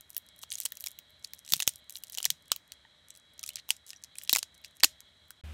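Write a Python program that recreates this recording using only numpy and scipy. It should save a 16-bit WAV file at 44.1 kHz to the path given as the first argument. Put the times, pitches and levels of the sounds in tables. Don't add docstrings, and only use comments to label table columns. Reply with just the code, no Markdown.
import sys
import numpy as np
from scipy import signal
from scipy.fft import rfft, irfft, next_fast_len
from scipy.io import wavfile
from scipy.ndimage import uniform_filter1d

SR = 44100
rng = np.random.default_rng(int(sys.argv[2]) if len(sys.argv) > 2 else 0)


def file_out(sig):
    cols = np.atleast_2d(sig).T
    lim = np.clip(cols, -1, 1)
    pcm = np.round(lim * 32767).astype(np.int16)
    wavfile.write(sys.argv[1], SR, pcm)


def invert_db(x):
    u = np.asarray(x, float) / 20
    return 10 ** u


N = 243873
CUT_S, RESUME_S = 5.4125, 5.4366

GRAIN, LEAD_S = 1024, 0.002
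GRAIN_HZ = np.fft.rfftfreq(GRAIN, 1 / SR)
SINCE_ONSET_MS = np.maximum(np.arange(GRAIN) / SR - LEAD_S, 0) * 1000


def columns(table):
    return (column[:, None] for column in np.transpose(table))


def resonance(freqs, hz, width_hz):
    s = 1j * freqs
    return s * width_hz / (s ** 2 + s * width_hz + hz ** 2)


def unit(x):
    return x / np.sqrt(np.sum(np.abs(x) ** 2, axis=-1, keepdims=True))


def noise(shape_of, level_db):
    size = next_fast_len(N)
    response = shape_of(np.fft.rfftfreq(size, 1 / SR) + 1)
    shaped = irfft(rfft(rng.standard_normal(size)) * response, size)[:N]
    return unit(shaped) * np.sqrt(N) * invert_db(level_db)


def coloured(spectrum, level_db):
    hz, per_hz_db = np.transpose(spectrum)
    return noise(lambda f: invert_db(np.interp(np.log(f), np.log(hz), per_hz_db)), level_db)


def walk(rate_hz):
    window = int(SR / rate_hz)
    x = uniform_filter1d(uniform_filter1d(rng.standard_normal(N), window), window)
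    return x / x.std()


# pitch_hz, level_db
FAN_TONES = [
    (3303, -73),
    (3853, -72.5),
]


def fan_tones():
    speed_up_per_s, waver = 0.0011, 0.0028
    speed = 1 + speed_up_per_s * np.arange(N) / SR + waver * walk(3.6)
    turns = np.cumsum(speed) / SR
    total = 0
    for hz, level_db in FAN_TONES:
        total = total + np.sqrt(2) * invert_db(level_db + 2.0 * walk(10)) * np.sin(2 * np.pi * hz * turns)
    return total


# pitch_hz, density_db_per_hz
AIR_SPECTRUM = [(35, -45.5), (70, -5), (110, -15), (160, -12.5), (370, -21.5), (1200, -21.5), (1900, -16),
                (2650, -27), (3600, -35), (4300, -35.5), (5000, -29.5), (8000, -31.5), (12500, -42),
                (16000, -62)]
# pitch_hz, width_hz, level_db
FAN_WHINE = [
    (77.5, 36, -77),
    (607, 59, -80.5),
    (2200, 27, -80.5),
    (3290, 300, -70.5),
    (3650, 260, -76),
    (4020, 130, -71),
    (4400, 170, -84.5),
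]


def room_tone():
    whine = 0
    for hz, width_hz, level_db in FAN_WHINE:
        whine = whine + noise(lambda f: resonance(f, hz, width_hz) * resonance(f, hz, 3 * width_hz), level_db)
    air = coloured(AIR_SPECTRUM, -68.5) * invert_db(0.31 * walk(9.7))
    return air + whine * invert_db(2.3 * walk(11.0)) + fan_tones()


def breaks(length_ms, spiky=0.78, rise_ms=0.049, fall=0.55, squareness=1.13):
    chance = rng.standard_normal((len(length_ms), 2, GRAIN))
    rise = 1 - np.exp(-SINCE_ONSET_MS / rise_ms)
    decay = np.exp(-(SINCE_ONSET_MS / (fall * length_ms[:, None])) ** squareness)
    cracks = chance[:, 0] * np.exp(spiky * chance[:, 1])
    burst = rfft(cracks * rise * decay)
    return burst / np.sqrt(uniform_filter1d(np.abs(burst) ** 2, size=40))


def through(burst, response):
    return unit(irfft(burst * response, GRAIN))


def lay(start_s, grains, lead_s=LEAD_S):
    out = np.zeros(N + grains.shape[1])
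    start = np.maximum((start_s - lead_s) * SR, 0).astype(int)
    np.add.at(out, start[:, None] + np.arange(grains.shape[1]), grains)
    return out[:N]


# pitch_hz, width_hz, level_db
PART_MODES = [
    (1850, 570, 4),
    (2680, 260, 11),
    (2950, 950, 7),
    (4050, 354, 10),
    (5800, 990, -2.5),
    (7700, 290, 8.5),
    (9500, 7800, -0.5),
    (13580, 850, 8.5),
]


def part(f, count, scatter_db=3.5, plain_db=-6.0):
    spot = invert_db(scatter_db * rng.standard_normal((count, len(PART_MODES))))
    modes = []
    for k, (hz, width_hz, level_db) in enumerate(PART_MODES):
        modes.append((-1) ** k * invert_db(level_db) * resonance(f, hz, width_hz))
    return invert_db(plain_db) + spot @ np.array(modes)


def stiff(f, level_db, cut_hz=2000, octaves_per_db=0.25):
    s = 1j * f / (cut_hz * 2 ** (octaves_per_db * level_db))
    return (s / (1 + s)) ** 3


def ticks(start_s, level_db, pitch_hz, length_ms, breadth=1.4):
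    hz = np.clip(pitch_hz, 500, 15000)[:, None]
    strand = resonance(GRAIN_HZ, hz, breadth * hz) ** 2
    lattice = part(GRAIN_HZ, len(start_s)) * stiff(GRAIN_HZ, np.maximum(level_db, -30)[:, None])
    burst = breaks(np.full(len(start_s), length_ms))
    return lay(start_s, invert_db(level_db)[:, None] * through(burst, strand * lattice))


# start_s, level_db
HANDLING_EFFORT = [
    (0.0, -68),
    (0.39, -87),
    (0.71, -62),
    (1.02, -74),
    (1.64, -71),
    (1.94, -81),
    (2.09, -63),
    (2.69, -84),
    (4.47, -80.5),
    (5.4, -78),
]


def rustle(count=2500):
    where, size, pitch = rng.random((count, 3)).T
    start_s = where * CUT_S
    effort_db = np.interp(start_s, *np.transpose(HANDLING_EFFORT))
    level_db = effort_db + 10 - 3 * np.log(size + 0.05)
    return ticks(start_s, level_db, 8000 * 2 ** (1.4 * (pitch - 0.5)), 0.8)


def even(x, size):
    spectrum = rfft(x)
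    flat = irfft(spectrum / np.sqrt(uniform_filter1d(np.abs(spectrum) ** 2, size=size)), len(x))
    return flat * np.clip(np.linspace(4, -1, len(x)), 0, 1)


# t60_s, level_db, darkening_hz
REFLECTIONS = [
    (0.037, -15, 10280),
    (0.159, -23.5, 7740),
]


def surroundings(x, thin_hz=3500):
    t = np.arange(SR // 3) / SR
    tail = 0
    for t60_s, level_db, dark_hz in REFLECTIONS:
        decay = np.exp(-np.log(1000) * t / t60_s)
        build_up = 1 - np.exp(-t / 0.0048)
        fading = even(rng.standard_normal(len(t)) * decay * build_up, size=80)
        tail = tail + invert_db(level_db) * unit(signal.lfilter(*signal.butter(1, dark_hz, fs=SR), fading))
    thinned = signal.lfilter(*signal.butter(1, thin_hz, "high", fs=SR), tail)
    return signal.fftconvolve(x, thinned)[:N]


# start_s, level_db, pitch_hz
LOOSE_STRANDS = [(0.0091, -24, 11500), (0.095, -38, 10800.0), (0.1033, -20.5, 11300), (0.1309, -33, 9300.0),
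                 (0.147, -25.5, 7400), (0.179, -14, 11300), (0.288, -31, 8000), (0.3626, -35, 10300.0),
                 (0.3905, -27, 11600.0), (0.418, -40, 10100.0), (0.4316, -20, 4670), (0.5136, -19, 6860),
                 (0.537, -16, 6800), (0.541, -24, 6500.0), (0.545, -20, 7100), (0.5724, -28, 6800.0),
                 (0.58, -27, 6400.0), (0.5844, -17.5, 6550), (0.588, -22, 9000.0), (0.612, -17, 8150),
                 (0.62, -21, 6900), (0.6342, -20, 7850), (0.7537, -28, 9800.0), (0.801, -25, 9900),
                 (0.8144, -26.0, 11200.0), (0.823, -25, 10900.0), (0.858, -25, 11800.0), (0.884, -19, 9500.0),
                 (0.9156, -25, 10600), (1.243, -30, 6500),
                 (1.3466, -38, 9900.0), (1.3636, -43, 10620), (1.391, -25.5, 7200), (1.449, -29, 4950),
                   (1.4527, -36, 7880), (1.463, -26, 7250), (1.4773, -22, 4980), (1.4896, -20, 6400),
                   (1.4966, -23, 6530), (1.502, -19, 6470), (1.506, -24, 9900.0), (1.5096, -28, 10500.0),
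                   (1.5597, -16, 6300.0), (1.5773, -24, 8130), (1.6691, -20, 8980), (1.737, -30, 7000.0),
                   (1.7583, -21, 10600), (1.7807, -38, 13800.0), (1.906, -21, 9300), (1.924, -23, 9970),
                   (1.9475, -34.5, 11200.0), (1.9656, -18.5, 11960), (1.9708, -20.5, 5740),
                   (1.986, -27.5, 12700), (2.07, -30, 6500.0), (2.1223, -22, 12560), (2.131, -23.5, 5320),
                   (2.1439, -20.5, 9100.0), (2.222, -31, 4000), (2.481, -33.5, 10000),
                 (3.085, -32, 7900), (3.1046, -21, 6340), (3.1515, -31, 6600.0), (3.1616, -32.5, 6460),
                 (3.1733, -28.5, 11840), (3.3793, -35.5, 6800), (3.463, -16.5, 9700), (3.4772, -20, 5800.0),
                 (3.504, -30.5, 7530), (3.534, -31.5, 6600.0), (3.5684, -19, 3650), (3.6857, -34.5, 9100),
                 (3.6963, -21.5, 8200), (3.7647, -34, 6570), (3.8651, -28, 9500), (3.893, -24.5, 8000),
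                 (3.9318, -23, 3700), (4.0453, -24.5, 5360), (4.155, -26.5, 6800), (4.2146, -25, 3180),
                 (4.2214, -27, 8200.0), (4.2346, -24, 7200.0), (4.236, -28.5, 13100),
                 (4.2494, -27.5, 6400.0), (4.2757, -22, 4730), (4.5784, -38, 10100), (4.7686, -32, 8700.0),
                 (4.8, -24.5, 5060), (4.8045, -19.5, 4400), (5.0048, -24, 7100.0)]


def strands():
    return ticks(*np.transpose(LOOSE_STRANDS), 0.64)


# start_s, level_db, pitch_hz
FAINT_STRANDS = [(0.0958, -39, 11600), (0.1233, -45, 12500), (0.1421, -45, 12100),
                 (0.1566, -41, 9900), (0.2047, -49, 11000), (0.2229, -49, 8600), (0.2603, -50, 10700),
                 (0.263, -46, 12400), (0.2653, -37, 10700), (0.3815, -39, 9700), (0.3935, -41, 10600),
                 (0.419, -36, 10500), (0.426, -28, 11600), (0.4277, -30, 11100), (0.4926, -42, 7000),
                 (0.5098, -27, 8600), (0.6882, -33, 9900), (0.7043, -36, 11500), (0.756, -37, 12300),
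                 (0.7946, -42, 11300), (0.818, -33, 11000), (0.907, -31, 8400), (0.9296, -43, 6800),
                 (0.9949, -47, 8800), (1.097, -46, 11700), (1.1054, -39, 12700), (1.1954, -44, 7900),
                 (1.2261, -38, 5900), (1.2376, -40, 7000), (1.2454, -24, 9400), (1.2728, -35, 6900),
                 (1.2759, -39, 7800), (1.3072, -47, 8500), (1.3478, -30, 11800), (1.3765, -42, 7700),
                 (1.385, -36, 6400), (1.4037, -52, 9600), (1.456, -34, 3800), (1.6096, -19, 10200),
                 (1.639, -30, 6500), (1.7863, -50, 13700), (1.7888, -38, 13800), (1.7977, -45, 8400),
                 (1.8428, -45, 8600), (1.9084, -36, 11000), (1.9286, -38, 11500), (1.942, -40, 10800),
                 (1.948, -32, 11800),
                 (1.9822, -32, 14000), (2.0035, -41, 11600), (2.0254, -37, 10800), (2.0456, -33, 7600),
                      (2.082, -31, 7400), (2.1277, -35, 6800), (2.1379, -33, 9200), (2.323, -30, 10800),
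                      (2.2145, -30, 10000), (2.4239, -40, 8800), (2.457, -41, 7440), (2.5028, -32.5, 2200),
                      (2.6777, -41, 9400), (2.7375, -37, 8960), (3.101, -41, 11300), (3.1411, -42, 8950),
                      (3.182, -44, 10700), (3.1985, -38.5, 6050), (3.3354, -42, 10200), (3.34, -44, 11100),
                      (3.4118, -35.5, 7100), (3.5409, -35, 6400), (3.7267, -38, 6600), (3.7662, -29, 6200),
                      (3.8843, -36, 7500), (3.941, -40, 5900), (3.952, -43, 5800), (3.9603, -46, 5900),
                      (3.9683, -44, 6000), (3.9709, -40, 5660), (3.9794, -50, 6000), (4.0186, -43, 6850),
                      (4.0253, -38, 6200), (4.169, -39.5, 9000), (4.174, -38, 10100), (4.2029, -40, 11200),
                      (4.2393, -27, 10200), (4.5475, -44, 7140), (4.6159, -41, 13100), (4.651, -36, 7200),
                      (4.6807, -41, 8200), (4.7105, -43, 8500), (4.7538, -45, 9100), (4.7616, -42, 9000),
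                      (4.911, -44, 6500), (5.2829, -43, 13400), (5.3105, -44, 9700), (5.3166, -41, 7300)]


def faint_strands():
    return ticks(*np.transpose(FAINT_STRANDS), 0.56, breadth=0.92)


# start_s, level_db, sliver_pitch_hz, sizzle_db, thud_db
STRUT_BREAKS = [(0.1663, -12.5, 12700, 13, -52), (0.4354, -19, 3700, 2, -6.5),
                (0.5035, -28, 6300, -13, -40.0), (0.519, -10.5, 3770, -11, -37), (0.526, -18, 8600, -15, -24),
                (0.5552, -21.5, 6260, 2, -42), (0.6019, -13, 7340, 10, -23.5), (0.6514, -21.5, 6040, -7, -12),
                (0.6543, -6.5, 8440, 1, -38), (0.6594, -8.5, 4350, 0, -17.5), (0.6617, -19.5, 3600, 1, -15),
                (0.7209, -19, 4020, 12, -41), (0.7707, -21.5, 5700, 5, -20), (0.8069, -24.5, 6000, 7, -24),
                (0.8402, -16.5, 4020, 9, -35), (0.8624, -13, 7200, 5, -23), (0.8698, -11, 5500, 0.5, -25.5),
                (0.9883, -22.5, 3540, 9.5, -31), (1.246, -14.5, 5500, -12, -50),
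                (1.3347, -16.5, 12100, 7, -36), (1.522, -3, 6500, 5, -28), (1.5354, 6.5, 3440, 4.5, -19),
                (1.5655, -20, 6330.0, 8, -21), (1.5944, -19, 3890, 7, -16),
                (1.6021, -3, 2870, -0.5, -16), (1.6223, -5.5, 3900, -21.5, -27),
                  (1.6286, -9, 6300, -18, -22), (1.6764, 5.5, 6400, 7, -18.5),
                  (1.6916, -14.5, 9100, -4, -24), (1.896, -20, 7100, 5, -31.5), (1.957, -20, 3970, -1, -22),
                  (2.0364, -16.5, 9500.0, 6, -42), (2.0982, -24, 4180, 7, -22),
                  (2.1494, -16, 6100, -8, -28), (2.1738, -16.5, 3170, 1, -25), (2.179, -18, 3080, -9, -9),
                  (2.184, -6, 3140, -3, -21.5), (2.203, -19, 2990, 3, -7.5),
                  (2.2286, -9.5, 7450, -5, -26.5), (2.243, -12, 3250, -3, -23.5),
                  (2.253, 3.5, 5800, -6, -42), (2.259, -10.5, 1850.0, -13, -10.5),
                  (2.3029, -0.5, 4400, 0, -31.5), (2.5176, 3, 4140, -1, -19.5),
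                  (2.562, -18, 3800, 9.5, -17), (2.72, -17, 4230, -5, -29), (3.393, -19, 5900, -3, -45),
                  (3.43, -17, 9100, -14, -48),
                (3.4376, -13.5, 5370, -9, -42), (3.4903, -12, 9470.0, 3.5, -52),
                (3.557, -12, 5800, -6, -30), (3.6898, -18, 2870, 7.5, -10), (3.7047, 4, 2745, -2.5, -29),
                (3.9043, -17, 4930, -10, -41), (4.0375, -17.5, 6150, -6, -44), (4.1851, -15, 8480, -4, -24),
                (4.2944, 2, 3290.0, -11, -25.5), (4.3288, -1, 4030, 10.5, -15),
                (4.3335, 2, 4530, -10, -26.5), (4.3495, -8, 8200, 1, -27), (4.3512, -1.5, 2580, -9.5, -20),
                (4.3606, 1.5, 7140, -4, -12), (4.369, -5.5, 5270, 3.5, -10.5), (4.385, -9, 9200, 2, -21),
                (4.3896, -10, 5400, -6.5, -24), (4.4287, -8.5, 4400, -22, -15.5),
                (4.646, -20, 2900, -17, -24), (4.8313, -17.5, 2320, -15.5, -7), (4.8344, 9, 4020, -15, -18),
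                (4.8428, 8.5, 4070, -1, -14.5), (4.846, 5.5, 7260, -10.5, -15.5),
                (5.3059, -22.5, 9400, 6.5, -33)]


def snaps():
    s, level_db, ring_hz, sizzle_db, thud_db = columns(STRUT_BREAKS)
    f, start_s = GRAIN_HZ, s[:, 0]
    length_ms = 1.66 * np.exp(0.015 * level_db) * (4500 / ring_hz) ** 0.15
    burst = breaks(length_ms[:, 0])
    sliver = through(burst, resonance(f, ring_hz, 0.14 * ring_hz) * resonance(f, ring_hz, ring_hz))
    lattice_modes = part(f, len(s)) * stiff(f, level_db)
    lattice = through(burst, resonance(f, 5200, 8300) ** 2 * lattice_modes)
    sizzle_decay = np.exp(-SINCE_ONSET_MS / 0.57)
    sizzle = unit(sizzle_decay * through(burst, resonance(f, 15060, 8000) ** 3))
    thud = through(burst, resonance(f, 1084, 1900) ** 2)
    crumbling = breaks(np.full(len(s), 1.58), spiky=0.24, rise_ms=1.0, squareness=0.77)
    crumble = through(crumbling, resonance(f, 5200, 7000) ** 2)
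    ringing = unit(sliver + invert_db(0.5) * lattice)
    near = ringing + invert_db(sizzle_db - 3.0) * sizzle + invert_db(thud_db + 2.0) * thud + invert_db(-8) * crumble
    crack = np.exp(-2j * np.pi * f * LEAD_S)
    broad = resonance(f, 4900, 8900) ** 2 + invert_db(-4) * resonance(f, ring_hz, ring_hz)
    far = through(crack, broad) + invert_db(sizzle_db - 6.5) * sizzle
    return lay(start_s, invert_db(level_db) * near), lay(start_s, invert_db(level_db) * far)


# start_s, level_db, pitch_hz
STUMP_TWANGS = [(0.1789, -9.5, 11700), (0.5036, -18, 6170), (0.5261, -11.5, 9100), (0.5542, -11, 6900),
                (0.602, -15, 7250), (0.6526, -10.5, 10800), (0.6545, -9.5, 7340), (0.6594, -10, 7900),
                (0.6614, -26, 5560), (0.807, -19.5, 11800), (0.8406, -22, 9300), (0.8708, -20.5, 2220),
                (1.2469, -15.5, 4470), (1.5228, -8, 3880), (1.5358, -5.5, 4400), (1.5658, -19, 8870),
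                (1.6009, -11, 3630), (1.6228, -8.5, 6350), (1.6283, -17, 6980), (1.6768, -1.5, 2970),
                (1.6918, -9.5, 9400), (1.9553, -15, 3960), (2.1225, -20, 12600), (2.1741, -14, 7300),
                (2.1794, -23, 2950), (2.1842, -29, 3130), (2.202, -20, 3050), (2.2289, -18, 7240),
                (2.2433, -14, 3020), (2.254, -2, 4140), (2.2589, -17, 4050), (2.3033, -5, 5700),
                (2.5176, -2, 5070), (3.4303, -16, 8940), (3.4365, -25, 5540), (3.5574, -14, 8200),
                (3.697, -26, 5860), (4.1839, -15, 8460), (4.2354, -18, 13400), (4.2954, -5, 2650),
                (4.3146, -23, 5510), (4.3293, 2.5, 12700), (4.3334, -1.5, 5300), (4.3507, -15.5, 7320),
                (4.3603, -7, 2040), (4.368, -15, 5550), (4.3854, -10.5, 12600), (4.39, -10, 7920),
                (4.429, -13, 5200), (4.6466, -21, 4740), (4.8351, 6.5, 4310), (4.843, 4.5, 2700)]


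def stumps():
    s, level_db, hz = columns(STUMP_TWANGS)
    push = breaks(np.full(len(s), 0.83))
    ring = resonance(GRAIN_HZ, hz, 0.12 * hz) * resonance(GRAIN_HZ, hz, 1.24 * hz)
    return lay(s[:, 0], invert_db(level_db) * through(push, ring))


# start_s, length_s, rate_hz, level_db (a strand), pitch_hz
PEEL_ROWS = [(0.415, 0.013, 600, -35, 8800), (0.578, 0.062, 227, -27.5, 6900),
             (1.506, 0.078, 190, -28, 6460), (1.6, 0.012, 1100, -29, 5960), (1.938, 0.044, 118, -33, 8450),
             (2.127, 0.062, 145, -29, 7000), (3.461, 0.023, 540, -30.5, 6400),
             (3.573, 0.028, 445, -29, 3140), (3.868, 0.057, 247, -32.5, 6700),
             (3.968, 0.0066, 250, -54, 5600), (4.168, 0.087, 143, -38.5, 7960),
             (4.298, 0.024, 530, -22.5, 4980), (4.544, 0.0075, 520, -39.5, 5970),
             (4.64, 0.022, 276, -33, 5170)]


def peeling(count=20):
    start_s, length_s, rate_hz, level_db, hz = columns(PEEL_ROWS)
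    chance = rng.standard_normal((len(PEEL_ROWS), 2, count))
    interval_s = np.exp(0.69 * chance[:, 0]) / rate_hz
    late_s = np.cumsum(interval_s, axis=1) - interval_s[:, :1]
    ended = np.clip((late_s - length_s) * rate_hz, 0, 1)
    strand_db = level_db - 60 * ended
    strand_hz = hz * 2 ** (0.35 * chance[:, 1])
    return ticks((start_s + late_s).ravel(), strand_db.ravel(), strand_hz.ravel(), 0.36, breadth=1.0)


# start_s, level_db, pitch_hz, t60_ms
FINGER_KNOCKS = [(1.524, -25.5, 184, 18), (1.53, -27.5, 155, 120), (1.563, -26.5, 153, 36),
                 (1.674, -21, 108, 35), (2.279, -32, 142, 140), (2.316, -30, 154, 80),
                 (2.518, -7.5, 1240, 6.1), (2.8514, -36.5, 903, 26), (2.8505, -32.5, 1860, 22),
                 (3.431, -33, 1260, 77), (3.504, -23.5, 2970, 15), (3.7052, -21.5, 897, 22),
                 (3.932, -32, 1850, 38), (3.962, -27.5, 5800, 20), (4.156, -28, 2500, 12),
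                 (4.331, -18.5, 253, 21), (4.359, -28.5, 161, 26), (4.6504, -35, 2630, 42),
                 (4.845, -15.5, 302, 26.9), (4.833, -30.5, 89, 17), (5.3063, -27, 1535, 10.5),
                 (0.722, -24.5, 1850, 11), (4.8352, 2, 1850, 4.5), (2.5187, -4.5, 3020, 8.7),
                 (3.439, -26.5, 2500, 12), (2.72, -34, 4980, 6.2), (2.8502, -36, 3200, 8),
                 (3.597, -25, 4160, 13)]


def knocks():
    s, level_db, hz, t60_ms = columns(FINGER_KNOCKS)
    t = np.arange(4 * GRAIN) / SR
    decay = np.exp(-np.log(1000) * t * 1000 / t60_ms)
    build_up = 1 - np.exp(-3 * hz * t)
    ring = np.sin(2 * np.pi * hz * t) * decay * build_up
    return lay(s[:, 0], invert_db(level_db) * unit(ring), lead_s=0)


# pitch_hz, density_db_per_hz
SHOP_SPECTRUM = [
    (30, -28),
    (160, -13.5),
    (450, -29.5),
    (570, -21),
    (920, -31.5),
    (1330, -26.5),
    (3370, -27.5),
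    (5000, -37),
    (15300, -45),
    (16500, -71),
]


def second_shot():
    motor_hz, motor_db = 75.6, -42.5
    hum = np.sqrt(2) * np.sin(2 * np.pi * motor_hz * (np.arange(N) / SR - RESUME_S))
    return coloured(SHOP_SPECTRUM, -54) + hum * invert_db(motor_db + 1.8 * walk(24))


def scene():
    t = np.arange(N) / SR
    near, far = snaps()
    small = strands() + peeling() + rustle() + knocks()
    echoes = surroundings(far + small)
    first_shot = near + small + echoes + faint_strands() + stumps() + room_tone()
    fade_in = np.clip((t - RESUME_S) / 0.0016, 0, 1)
    return (first_shot * (t < CUT_S) + second_shot() * fade_in)[None]


def low_pass(x):
    return signal.sosfilt(signal.butter(12, 17140, fs=SR, output="sos"), x)


def record(dry):
    ceiling, chime_hz, chime_width_hz, top_hz = 0.68, 8080, 70, 16250
    rounded = dry / (1 + (np.abs(dry) / ceiling) ** 4) ** 0.25
    chime = signal.filtfilt(*signal.iirpeak(chime_hz, chime_hz / chime_width_hz, fs=SR), rounded)
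    droop = signal.butter(2, 15000, fs=SR, output="sos")
    dull = signal.sosfilt(droop, rounded + invert_db(-8) * chime)
    finished = signal.sosfilt(signal.ellip(8, 0.3, 70, top_hz, fs=SR, output="sos"), dull)
    return low_pass(finished)


dry = scene()
out = record(dry)
file_out(out)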